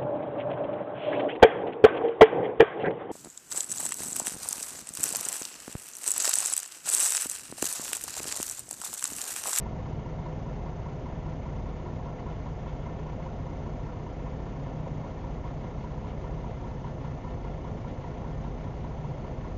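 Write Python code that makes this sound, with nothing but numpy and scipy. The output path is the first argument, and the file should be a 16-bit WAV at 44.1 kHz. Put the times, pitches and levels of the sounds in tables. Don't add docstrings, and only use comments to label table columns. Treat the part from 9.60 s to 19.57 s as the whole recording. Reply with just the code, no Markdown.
import sys
import numpy as np
from scipy import signal
from scipy.fft import rfft, irfft, next_fast_len
from scipy.io import wavfile
from scipy.ndimage import uniform_filter1d, map_coordinates

SR = 44100
rng = np.random.default_rng(int(sys.argv[2]) if len(sys.argv) > 2 else 0)


def volts_from_decibels(level):
    exponent = np.asarray(level, float) / 20
    return 10 ** exponent


def store_pcm(level_fs):
    pcm = np.round(np.clip(level_fs, -1, 1) * 32767).astype(np.int16)
    wavfile.write(sys.argv[1], SR, np.atleast_2d(pcm).T)


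N = 439677

CYCLE_HZ, FIRINGS_A_CYCLE = 4.99677, 6
FRAME_HZ = 29.9806
FIRST_FIRING_S = .031
# start_s, length_s
DROPOUT = (5.2673, .021333)
# time_s, crank_late_ms
IDLE_HUNTING = [
    (0, -1.5),
    (2, -.5),
    (4.5, 1.5),
    (6, -.5),
    (8, 1),
    (10, -1),
]
# pitch_hz, level_db (per Hz)
ROAR_SPECTRUM = [(12, -55.5), (26, -36.5), (38, -25), (55, -5.5), (100, -3.5), (151, -6.5), (318, -14),
                 (832, -19), (1170, -22), (1580, -32.5), (2120, -32.5), (3940, -43.5), (6140, -48.5),
                 (7300, -46.5)]
# pitch_hz, width_hz, gain_db
CAB_RESONANCES = [(212, 15, 5), (270, 20, 4), (355, 30, 3), (425, 22, 6), (460, 30, -4), (500, 30, 6),
                  (535, 20, 4), (568, 15, 3), (592, 20, -5), (628, 25, 6), (705, 30, 5), (860, 90, 1),
                  (1020, 60, -6), (1160, 140, -5), (1290, 40, -4), (1520, 100, -2), (1870, 50, -4),
                  (2470, 80, -3), (6500, 400, 2), (1797, 36, 4), (2090, 90, 3), (2930, 120, 3),
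                  (3290, 44, 4), (3600, 300, 2), (4395, 44, 4), (5120, 76, 3), (5725, 40, 3),
                  (6090, 100, 3), (6270, 40, 5)]
# multiple_of_cycle, level_db
CRANK_ORDERS = [(17, -62), (22, -62.5), (27, -49), (33, -52), (39, -63), (43, -64.5), (49, -59), (54, -67)]
# pitch_hz, level_db
NEIGHBOUR_TONES = [(42.3, -58.5), (54.1, -63), (58.2, -59), (68.3, -62.5), (74.06, -51), (81.6, -64.5),
                   (89.4, -61), (96.9, -52.5), (104.1, -62), (105.8, -56), (111.7, -57), (134, -54.5),
                   (138.1, -54), (152.4, -63.5), (155.06, -45.5), (159, -66.5), (428.8, -65)]
# pitch_hz, level_db, in_step_s (with the first)
BEATING_TONES = [(46.923, -45.8, 2), (45.934, -49.7, 1.88), (45.021, -52.3, 2.05), (44.161, -55.7, 2.05),
                 (44.582, -62, 1.99)]
# multiple_of_frame_rate, level_db
FRAME_HUM = [(1, -47), (2, -46), (3, -52), (4, -50), (5, -54), (6, -60.5), (7, -65.5)]
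PART_MODES = { "block": [(427, 0, .07), (500, 0, .06), (535, -3, .08), (630, 0, .07), (705, -1, .07),
              (760, -5, .07)], "cover": [(905, -6, .09), (942, -2.5, .1), (987, 0, .105)],
              "shield": [(1062, 0, .12), (1103, -1, .12)], "bracket": [(1350, 0, .1), (1420, -5, .07)],
              "pump": [(1797, -2, .08), (1940, -3, .03), (2090, 0, .04), (2190, -3, .03)]}
COMBUSTION_KNOCKS = { "block": (0, [-50, -50, -43, -43, -42.5, -51.5]),
                     "cover": (-.0005, [-53, -40, -51, -47.5, -55, -46.5]),
                     "pump": (-.005, [-61, -54.5, -57.5, -60, -60, -58])}
FURTHER_KNOCKS = { "block": [(.016, -50.5), (.083, -48.5), (.114, -38.5), (.149, -45), (.178, -41)],
                  "cover": [(.079, -51), (.090, -48)], "shield": [(.003, -53), (.031, -56.5), (.072, -49),
                  (.096, -60.5), (.132, -54), (.157, -59), (.188, -58.5)], "pump": [(.036, -59.5),
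                  (.100, -62), (.138, -59.5), (.188, -62.5)]}
# start_s, peak_db
HARD_KNOCKS = [
    (2.6994, -47),
    (3.0694, -45),
    (5.4994, -49),
    (6.4792, -46),
    (7.4425, -49),
    (8.2741, -45),
]


def unit(x):
    return x / np.sqrt(np.mean(x ** 2) + 1e-20)


def wobble(rate):
    knots = rng.standard_normal(int(N * rate / SR) + 4)
    return map_coordinates(knots, [np.arange(N) * rate / SR])


def filtered(x, response):
    m = next_fast_len(N + SR // 2)
    return irfft(rfft(x, m) * response(np.fft.rfftfreq(m, 1 / SR)), m)[..., :N]


def cab(f):
    hz, db = np.transpose(ROAR_SPECTRUM)
    bumps = sum(gain / (1 + (2 * (f - centre) / width) ** 2) for centre, width, gain in CAB_RESONANCES)
    return volts_from_decibels(np.interp(np.log(f + 1), np.log(hz + 1), db) + bumps)


def true_time():
    t = np.arange(N) / SR
    start_s, length_s = DROPOUT
    return t + length_s * np.clip((t - start_s) / .008, 0, 1)


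def roar():
    spectrogram = signal.stft(rng.standard_normal(N), nperseg=512)[2]
    patches = uniform_filter1d(rng.standard_normal(spectrogram.shape), 8, 0)
    patches = unit(uniform_filter1d(patches, 5, 1))
    noise = signal.istft(spectrogram * volts_from_decibels(.6 * patches), nperseg=512)[1][:N]

    t = true_time()
    firing = np.cos(2 * np.pi * FIRINGS_A_CYCLE * CYCLE_HZ * (t - .027))
    once_a_cycle = np.cos(2 * np.pi * CYCLE_HZ * (t - .07))
    flutter = wobble(22)
    flutter = flutter - uniform_filter1d(flutter, size=SR // 6)
    swell = volts_from_decibels(1.0 * firing + 0.47 * once_a_cycle + 0.84 * flutter)

    def engine_share(f):
        return 1 / (1 + (800 / (f + 1)) ** 4) / (1 + (f / 6500) ** 4)

    steady = filtered(noise, cab)
    pulsing = filtered(noise * (swell - 1), lambda f: cab(f) * engine_share(f))
    return volts_from_decibels(-40) * (steady + pulsing) / np.std(steady)


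def tone(hz, t, drift):
    return np.sqrt(2) * np.sin(2 * np.pi * (hz * t + rng.random() + drift * wobble(1.5)))


def drones():
    t = true_time()
    total = np.zeros(N)
    for order, db in CRANK_ORDERS:
        total += volts_from_decibels(db + 1.8 * wobble(1.5)) * tone(order * CYCLE_HZ, t, drift=.067)
    for hz, db in NEIGHBOUR_TONES:
        total += volts_from_decibels(db + 1.8 * wobble(4)) * tone(hz, t, drift=.08)
    return total


def throb():
    t = true_time()
    lead_hz = BEATING_TONES[0][0]
    total = np.zeros(N)
    for hz, db, in_step_s in BEATING_TONES:
        turns = hz * t + (lead_hz - hz) * in_step_s
        total += volts_from_decibels(db + .5 * wobble(2.5)) * np.sqrt(2) * np.sin(2 * np.pi * turns)
    return total


def frame_buzz():
    t = true_time()
    hum = np.zeros(N)
    for k, db in FRAME_HUM:
        level = volts_from_decibels(db + 1.6 * wobble(3.5) * (k > 1))
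        hum += level * np.sqrt(2) * np.cos(2 * np.pi * k * FRAME_HZ * (t - .0012))

    frames = (t - .0285) * FRAME_HZ
    since = frames % 1 / FRAME_HZ
    late = .00003 * (np.floor(frames) % 3 == 1)
    gate = np.clip(since / .0015, 0, 1) * np.clip((.012 - since) / .002, 0, 1) * volts_from_decibels(-300 * since)
    whine = np.sin(2 * np.pi * 6085 * (since - late))
    whine += 0.2 * np.sin(2 * np.pi * 6040 * (since - late))
    return hum + volts_from_decibels(-68 + 1.5 * wobble(14)) * gate * whine


def every_cycle(offsets, db, scatter_db, jitter_s):
    t = true_time()
    crank = t - np.interp(t, *np.transpose(IDLE_HUNTING)) / 1000
    when = np.arange(-1, 51)[:, None] / CYCLE_HZ + offsets
    early_late, soft_hard = rng.standard_normal((2,) + when.shape)
    at = np.interp(when + jitter_s * early_late, crank, np.arange(N)).astype(int)
    start_s, length_s = DROPOUT
    heard = (at > 0) & (at < N - 1) & (np.abs(when - start_s - length_s / 2) > length_s / 2)
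    strength = volts_from_decibels(db + scatter_db * soft_hard) * heard
    return np.bincount(at.ravel(), strength.ravel(), N)


def clatter():
    place, chance = rng.random((500, 2)).T
    hits = every_cycle(place / CYCLE_HZ, 3 * np.log(chance + .05), scatter_db=2, jitter_s=.00012)
    return volts_from_decibels(-48) * unit(filtered(hits, lambda f: cab(f) * (f > 180) / (1 + (f / 2500) ** 4)))


def bracket_rattle():
    rattles = 16
    turn = np.arange(rattles) / rattles
    slap_s, slap_extra_db = .0875, 8.5
    return slap_s + turn / CYCLE_HZ, -63.5 + 3 * np.cos(2 * np.pi * turn) + slap_extra_db * (turn == 0)


def contacts(part):
    if part == "bracket":
        return bracket_rattle()
    lag_s, cylinders_db = COMBUSTION_KNOCKS.get(part, (0, []))
    fired = []
    for k, db in enumerate(cylinders_db):
        fired.append((FIRST_FIRING_S + lag_s + k / FIRINGS_A_CYCLE / CYCLE_HZ, db))
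    return np.transpose(fired + FURTHER_KNOCKS[part])


def knocks():
    t = np.arange(SR // 8) / SR
    total = np.zeros(N)
    for part, modes in PART_MODES.items():
        ring = np.zeros(len(t))
        for k, (hz, db, t60) in enumerate(modes):
            ring += (-1) ** k * volts_from_decibels(db - 60 * t / t60) * np.sin(2 * np.pi * hz * t)
        ring *= 1 - np.exp(-(t / .004) ** 2)
        moments, db = contacts(part)
        peak_s = np.argmax(ring) / SR
        blows = every_cycle(moments - peak_s, db, scatter_db=1.7, jitter_s=.0004)
        total += signal.fftconvolve(blows, ring / ring.max())[:N]
    return total


def snaps():
    rise_s, t60_s, spray_db = .004, .16, -6.5
    spray = unit(filtered(rng.standard_normal(N),
                          lambda f: cab(f) * f * (f > 1200) / (1 + (f / 3800) ** 4)))
    t = np.arange(N) / SR
    envelope = np.zeros(N)
    for start_s, peak_db in HARD_KNOCKS:
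        since = np.clip(t - start_s, 0, 1)
        envelope += volts_from_decibels(peak_db + spray_db - 60 * since / t60_s) * (1 - np.exp(-since / rise_s))
    return spray * envelope


def dropout_tick():
    click = volts_from_decibels(-55) * (np.arange(N) == round(DROPOUT[0] * SR))
    return filtered(click, lambda f: (f > 6000) * (f < 15800))


def scene():
    return (roar() + drones() + throb() + frame_buzz() + clatter() + knocks() + snaps())[None]


def roll_off(x):
    return signal.sosfilt(signal.butter(12, 7540, fs=SR, output="sos"), x)


def record(dry):
    narrow = filtered(dry, lambda f: np.clip((7800 - f) / 850, 0, 1) ** 3)
    hiss = volts_from_decibels(-100) * rng.standard_normal(N)
    return roll_off(narrow + dropout_tick() + hiss)


dry = scene()
out = record(dry)
store_pcm(out)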